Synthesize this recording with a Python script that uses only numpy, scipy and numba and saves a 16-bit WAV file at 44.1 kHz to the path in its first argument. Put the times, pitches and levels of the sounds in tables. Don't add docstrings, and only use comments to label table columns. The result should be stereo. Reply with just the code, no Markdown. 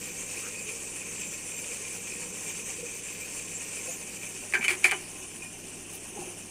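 import sys
import numpy as np
from scipy import signal
from scipy.fft import rfft, irfft, next_fast_len
from scipy.io import wavfile
from scipy.ndimage import uniform_filter1d
from numba import njit

SR = 44100
rng = np.random.default_rng(int(sys.argv[2]) if len(sys.argv) > 2 else 0)


def wav_out(sig):
    wavfile.write(sys.argv[1], SR, np.round(np.clip(np.atleast_2d(sig).T, -1, 1) * 32767).astype(np.int16))


N = 286650
T = np.arange(N) / SR

# frequency_hz, gain_db
POP_SPECTRUM = [(200, -35), (1400, -20), (2150, -10), (2480, 1), (2750, -8), (3300, -14), (4000, -18),
                (5200, -16), (8000, -19), (12000, -38)]


def undb(db):
    return 10 ** (np.asarray(db) / 20)


def level(x, db):
    return x * undb(db) / np.sqrt(np.mean(x ** 2))


def fade(t, t60):
    return np.exp(-np.log(1000) * t / t60)


def add(out, start_s, x):
    start = max(int(start_s * SR), 0)
    span = out[..., start:start + x.shape[-1]]
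    span += x[..., :span.shape[-1]]


def colour(x, points, peaks=()):
    size = 2 * next_fast_len(x.shape[-1] // 2 + 2048)
    f = np.maximum(np.arange(size // 2 + 1) * SR / size, 1)
    hz, db = np.transpose(points)
    peaks_db = sum(gain / (1 + (2 * (f - centre) / width) ** 2) for centre, width, gain in peaks)
    curve_db = np.interp(np.log(f), np.log(hz), db) + peaks_db
    cepstrum = irfft(np.log(undb(curve_db)))
    cepstrum[1:size // 2] *= 2
    cepstrum[size // 2 + 1:] = 0
    return irfft(rfft(x, size) * np.exp(rfft(cepstrum)))[..., :x.shape[-1]]


def walk(rate_hz):
    hold = int(SR / rate_hz)
    steps = np.repeat(rng.standard_normal(N // hold + 1), hold)
    return level(uniform_filter1d(uniform_filter1d(steps, hold), hold)[:N], 0)


def swell(length_s):
    window = np.hanning(int(2 * length_s * SR))
    return rng.standard_normal((2, len(window))) * window


def tones(rows, rise_t60):
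    out, t = np.zeros((2, N)), T[:SR // 4]
    for start_s, hz, db, t60 in rows:
        envelope = fade(t, t60) - fade(t, rise_t60)
        add(out[0], start_s, undb(db) * np.sin(2 * np.pi * hz * t) * envelope)
    return out


def kitchen(noise_db=-54.5):
    room_spectrum = [(8, -26), (24, -2), (33, -10), (52, -8), (80, -12), (130, -15), (200, -8), (400, -7.5),
                     (800, -27), (3000, -42)]
    hum_lines = [(100, -59.5), (163, -60.5), (212, -66), (301, -61)]  # pitch_hz, level_db
    out = level(colour(rng.standard_normal((2, N)), room_spectrum), noise_db)
    for hz, db in hum_lines:
        out[0] += level(np.sin(2 * np.pi * hz * T + 0.077 * walk(2.8)), db)
    return out


def covered(before=0.15, after=0.93, start_s=3.78, takes_s=1.9):
    to_go = 1 - np.clip((T - start_s) / takes_s, 0, 1)
    return after + (before - after) * to_go ** 2


def wall_echo(x, echo_db=-7, t60=0.1):
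    t = T[:SR // 12]
    tail = rng.standard_normal((2, len(t))) * fade(t, t60)
    tail = undb(echo_db) * tail / np.linalg.norm(tail, axis=1, keepdims=True)
    return x + signal.fftconvolve(x, tail, axes=1)[:, :N]


@njit
def ring_bubbles(when, hz, cycles, size, pan, glide):
    out = np.zeros((2, N))
    for k in range(len(when)):
        length = int(cycles[k] * SR / hz[k]) + 2
        step = 2 * np.pi * hz[k] / SR
        phasor = size[k] + 0j
        turn = np.exp(1j * step - 6 / length)
        bend = np.exp(1j * step * glide / length)
        first = int(when[k] * N)
        for i in range(first, min(first + length, N)):
            out[0, i] += phasor.imag
            out[1, i] += phasor.imag * pan[k]
            phasor *= turn
            turn *= bend
    return out


def bubbles(count, low_hz, high_hz, cycles, glide, scatter_db=1.0):
    when, pitch, life, strength, place = rng.random((count, 5)).T
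    hz = low_hz + (high_hz - low_hz) * pitch
    size = undb(-scatter_db * np.log(np.maximum(1 - strength, .002))) * np.sqrt(hz)
    pan = np.sqrt(3) * (2 * place - 1)
    return level(ring_bubbles(when.copy(), hz, cycles * (.5 + life), size, pan, glide), 0)


def burble(open_db=-50.5, covered_db=-52):
    # frequency_hz, gain_db
    open_spectrum = [(20, -58), (110, -8), (150, -5.5), (175, 4), (260, -4.5), (350, -4), (480, 5),
                     (600, -12), (900, -27), (1500, -28)]
    covered_spectrum = [(20, -53), (110, -20), (170, 2), (230, 2.5), (300, -3), (366, 7), (450, -4),
                        (560, -11), (680, -9), (765, -7.5), (900, -31), (1500, -26)]
    big_bubbles = [(.66, 430, -34, 0.2), (.72, 460, -33, 0.11), (2.10, 378, -25, 0.071),
                   (2.826, 480, -22, 0.11), (3.876, 515, -20, 0.085), (3.880, 680, -26, 0.08)]
    swarm = bubbles(count=5500, low_hz=128.0, high_hz=894, cycles=19.4, glide=0.077)
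    bare = level(colour(swarm, open_spectrum), open_db)
    shaded = level(colour(swarm, covered_spectrum), covered_db)
    cover = covered()
    return bare * (1 - cover) + shaded * cover + tones(big_bubbles, rise_t60=0.059)


def spits(trim_db=-5.5):
    fizzes = [(0.458, 0.061, 1390, 350, -46.5), (0.589, 0.13, 2530, 150, -47),
              (1.241, 0.15, 7450, 300, -40), (1.584, 0.029, 7460, 300, -37),
              (3.56, 0.032, 7440, 400, -34.5), (3.914, 0.051, 6770, 600, -37.5)]
    out = np.zeros((2, N))
    for peak_s, length_s, hz, width, db in fizzes:
        band = signal.butter(2, [hz - width / 2, hz + width / 2], "band", fs=SR, output="sos")
        add(out, peak_s - length_s, level(signal.sosfilt(band, swell(length_s)), db + trim_db))
    return out


def flurry(neighbours=8, within_s=0.035, t60=0.25):
    base_ring = [(2460, 370, 10)]  # centre_hz, width_hz, gain_db
    pops = np.zeros((2, SR // 10))
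    at = np.append(0, rng.integers(0, int(within_s * SR), neighbours))
    pops[:, at] = fade(at / SR, t60) * rng.choice([-1, 1], (2, len(at)))
    pops = colour(pops, POP_SPECTRUM, base_ring)
    return pops / np.abs(pops).max()


def crackle(pops_per_s=300, bunching=0.8, scatter_db=3.2, open_db=-51, cover_db=-9, flurry_trim_db=-3):
    flurries = [(.361, -32), (.476, -30), (.545, -29), (.683, -30), (1.007, -31), (1.195, -33),
                (1.520, -29), (2.104, -31), (3.218, -33), (3.379, -33), (4.231, -31), (4.262, -34)]
    activity = np.exp(bunching * walk(35))
    bursts = rng.random(N) < pops_per_s / SR * activity / activity.mean()
    pops = bursts * undb(scatter_db * rng.standard_normal(N)) * rng.choice([-1, 1], (2, N))
    out = level(colour(wall_echo(pops), POP_SPECTRUM), open_db) * undb(cover_db * covered())
    for start_s, db in flurries:
        add(out, start_s, undb(db + flurry_trim_db) * flurry())
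    return out


def hiss(open_db=-37.5, covered_db=-44, surge_db=0.16, flicker_db=1.17, shimmer_db=2.1):
    # frequency_hz, gain_db
    open_spectrum = [(20, -71), (400, -5), (700, -13), (1500, -15), (2000, -8.5), (2450, -2), (3100, -9),
                     (4000, -18.5), (5000, -11), (6200, -2.5), (7600, 0), (8500, 0.5), (9600, -8),
                     (11000, -21.5), (12700, -12), (15500, -24.5)]
    covered_spectrum = [(20, -39), (400, -10.5), (750, -2.5), (1100, -9.5), (1500, -9.5), (2000, -7.5),
                        (2450, -3.5), (2850, 1), (4000, -14.5), (5500, -3.5), (6400, -1), (7500, 0.5),
                        (8800, 3), (9800, 2), (11000, -12.5), (12500, -9), (15500, -24)]
    # centre_hz, width_hz, gain_db
    pot_peaks = [(1062, 240, 6), (1852, 46, 9), (1927, 45, 3.5), (2363, 48, 8), (2575, 69, 6),
                 (4880, 40, -3.5), (6326, 90, 4)]
    open_peaks = [(4480, 300, 3.5), (7510, 370, 4.5), (9230, 220, 5.5), (9920, 120, 11), (10600, 170, 11.5)]
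    fizz = wall_echo(bubbles(count=140000, low_hz=393, high_hz=16200, cycles=30.0, glide=0.026))
    edges_hz = [3500, 6000, 7000, 7700, 8600, 10500, 17000]
    shimmer = np.zeros((2, N))
    for band_hz in zip(edges_hz, edges_hz[1:]):
        band = signal.sosfilt(signal.butter(3, band_hz, "band", fs=SR, output="sos"), fizz)
        shimmer += band * (undb(shimmer_db * walk(28.09)) - 1)
    fizz += shimmer
    bare = level(colour(fizz, open_spectrum, [*pot_peaks, *open_peaks]), open_db)
    shaded = level(colour(fizz, covered_spectrum, pot_peaks), covered_db)
    cover = covered()
    return (bare * (1 - cover) + shaded * cover) * undb(surge_db * walk(8.4) + flicker_db * walk(40))


def rubs(strokes, spectrum, slips_per_s=1000, scatter_db=3, slip_t60=0.01, trim_db=-0.5):
    out, t = np.zeros((2, N)), T[:SR // 100]
    for peak_s, length_s, db, treble_db in strokes:
        scrape = colour(colour(swell(length_s), spectrum), [(3000, 0), (6500, treble_db)])
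        add(out, peak_s - length_s, level(scrape, db + trim_db))
    slips = (rng.random(N) < slips_per_s / SR) * undb(scatter_db * rng.standard_normal(N))
    grit = signal.fftconvolve(slips, fade(t, slip_t60))[:N]
    return out * level(grit, 0)


def leaf_brush():
    strokes = [(5.955, 0.04, -45.5, 3)]  # peak_s, length_s, level_db, treble_db
    leaf_spectrum = [(2000, -12), (7000, -7), (9700, 5), (11500, -2), (14000, -7), (16000, -7)]  # frequency_hz, gain_db
    return rubs(strokes, leaf_spectrum)


def rim_scrapes():
    strokes = [(4.526, 0.01, -43, -3), (4.625, 0.018, -41, -4), (4.644, .014, -38, 0),
               (4.713, .033, -35, 3), (4.746, .025, -44, 1), (4.836, 0.018, -41, 2), (4.892, .014, -37, -9),
               (4.917, 0.015, -36, 3)]
    scrape_spectrum = [(500, -11), (2400, 14.5), (4000, -6), (7000, -1), (9700, 5), (11500, -10),
                       (14000, -7), (16000, -20)]
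    return rubs(strokes, scrape_spectrum)


def handle_tings():
    tings = [(5.157, 2560, -42, .06), (5.421, 2440, -34, 0.12), (5.458, 2435, -39, 0.16)]  # start_s, pitch_hz, level_db, t60_s
    return tones(tings, rise_t60=0.0046)


def bumps(ring_t60=0.089, rise_t60=0.022, thud_db=-15, thud_t60=0.28):
    knocks = [(4.579, -34.5, 420), (4.592, -32.5, 230), (6.160, -34.5, 426), (6.170, -33, 815),
              (6.188, -28.5, 357), (6.213, -37, 352), (6.216, -37, 774), (6.255, -40.5, 507),
              (6.272, -31.5, 355), (6.332, -42, 346)]
    thud_spectrum = [(100, -10), (190, -2), (330, -13), (600, -11.5), (850, -4), (1100, -16), (3000, -33)]  # frequency_hz, gain_db
    out, t = np.zeros((2, N)), T[:SR // 4]
    for start_s, db, hz in knocks:
        knock = level(colour(rng.standard_normal((2, len(t))), thud_spectrum), thud_db) * fade(t, thud_t60)
        knock[0] += np.sin(2 * np.pi * hz * t) * fade(t, ring_t60)
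        add(out, start_s, undb(db) * knock * (1 - fade(t, rise_t60)))
    return out


def rim_contacts(rebounds=3, gap_shrink=0.9):
    blows = [(4.5371, -17.5, 0.5, -3.5, 0.5, .007, -3, 1600, 12, -0.28),
             (4.6098, -32, -9, -9, 3, .009, -1, 2240, 6, -0.15),
             (4.6419, -25, -0.5, 6, 5, .006, -4, 3000, 13, -0.19),
             (4.6811, -15.5, -3.5, 0.5, -1, .009, -6.5, 2540, 5, -0.17),
             (4.703, -28.5, 2.5, 8, -0.5, .011, -0.5, 370, 4, 0),
             (4.8422, -17.5, -12, 8.5, -7, .015, -4, 2300, 5, 0.22),
             (4.8438, -10.5, -1, -1, -1, .0135, -10, 2350, 5.5, .2),
             (4.9065, -29, -7, -4, 3, .007, -5, 2975, 10, .2),
             (4.9171, -20.5, 0, -5, 2, 0.005, -8, 3000, 13.5, 0.19),
             (4.922, -29.5, 13.5, -8, -2, 0.006, -9.5, 770, 6.5, 0.22)]
    for start_s, db, bass_db, treble_db, ring_db, gap_s, rebound_db, focus_hz, focus_db, pan in blows:
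        for k in range(rebounds + 1):
            yield start_s, db + k * rebound_db, bass_db, treble_db, ring_db, focus_hz, focus_db, pan
            start_s += gap_s * gap_shrink ** k


def plate_clatter(modes_db=-6, scatter_db=2, detune=0.003, rise_t60=0.006, bloom_t60=0.025):
    steel_modes = [(366, -19, 0.3), (726, -22, 0.11), (759, -21, 0.18), (1012, -22, 0.19),
                   (1195, -22, 0.16), (1384, -20, 0.15), (1572, -17, 0.12), (1671, -19, .1),
                   (1782, -16, 0.17), (2062, -18, 0.12), (2165, -11, 0.07), (2273, -10, 0.09),
                   (2328, -5.5, 0.14), (2390, 2, 0.035), (2509, -9, 0.13), (2975, -17, 0.14),
                   (3100, -25, 0.1), (3270, -27, 0.1), (4370, -21, 0.06), (4860, -21, 0.06),
                   (6500, -16, 0.07), (7550, -17, 0.06), (8850, -19, 0.06), (9950, -14, 0.06)]
    clank_spectrum = [(30, -64), (150, -47), (260, -33), (350, 7), (520, -15), (750, -6.5), (1050, -10.5),
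                      (1600, -5), (2350, 6.5), (2750, -12), (3100, -8), (3800, -20.5), (4600, -13.5),
                      (5600, -22.5), (7500, -16), (9800, -15), (11500, -26), (15000, -32)]
    out, t = np.zeros((2, N)), T[:SR // 2]
    hz, mode_db, t60 = np.transpose(steel_modes)
    mode_decay = fade(t, t60[:, None]) * (1 - fade(t, rise_t60))
    crack = undb(-3) * fade(t, 0.0037)
    clank = undb(-6) * fade(t, 0.087)
    room = undb(-31) * fade(t, 0.64)
    lowpass = signal.butter(2, 1200, fs=SR, output="sos")
    for start_s, db, bass_db, treble_db, ring_db, focus_hz, focus_db, pan in rim_contacts():
        strength, bend = rng.standard_normal((2, len(hz)))
        drive = undb(mode_db + modes_db + ring_db + scatter_db * strength)
        modes = np.sin(2 * np.pi * np.outer(hz * (1 + detune * bend), t)) * mode_decay
        noise = level(colour(rng.standard_normal((2, len(t))), clank_spectrum), 0)
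        blow = noise * (crack + clank + room)
        blow[0] += drive @ modes
        bass = signal.sosfiltfilt(lowpass, blow, padtype="even", padlen=len(t) - 1)
        blow -= bass * fade(t, bloom_t60)
        blow[1] -= pan * blow[0]
        tilt = [(1500, bass_db), (2200, 0), (3000, 0), (6500, treble_db)]
        add(out, start_s, undb(db) * colour(blow, tilt, peaks=[(focus_hz, 330, focus_db)]))
    return signal.sosfilt(signal.butter(3, 240, "high", fs=SR, output="sos"), out)


def scene():
    stereo_width = [(30, -1), (100, -7.5), (300, -16), (1200, -3), (2400, -2), (4500, 1), (8000, -9),
                    (13000, -13)]
    water = hiss() + crackle() + burble() + spits()
    handling = plate_clatter() + handle_tings() + rim_scrapes() + leaf_brush() + bumps()
    mid, side = water + handling + kitchen()
    side = colour(side, stereo_width)
    return np.array([mid + side, mid - side])


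def record(dry, top_hz=15500):
    port_balance = [(600, 0), (1400, 1.5), (2000, 4), (2450, 11.5), (3000, 6), (3700, 0.5), (4900, -0.5),
                    (5800, 7.5), (6600, 5.5), (7800, 2.5), (9300, 1), (11000, -2), (13000, 11)]
    hz, balance_db = np.transpose(port_balance)
    right_db = -20 * np.log10((1 + undb(balance_db)) / 2)
    left = colour(dry[0], np.column_stack([hz, right_db + balance_db]))
    right = colour(dry[1], np.column_stack([hz, right_db]))
    lowpass = signal.ellip(10, .1, 80, top_hz, fs=SR, output="sos")
    return signal.sosfilt(lowpass, np.clip([left, right], -1, 1))


dry = scene()
out = record(dry)
wav_out(out)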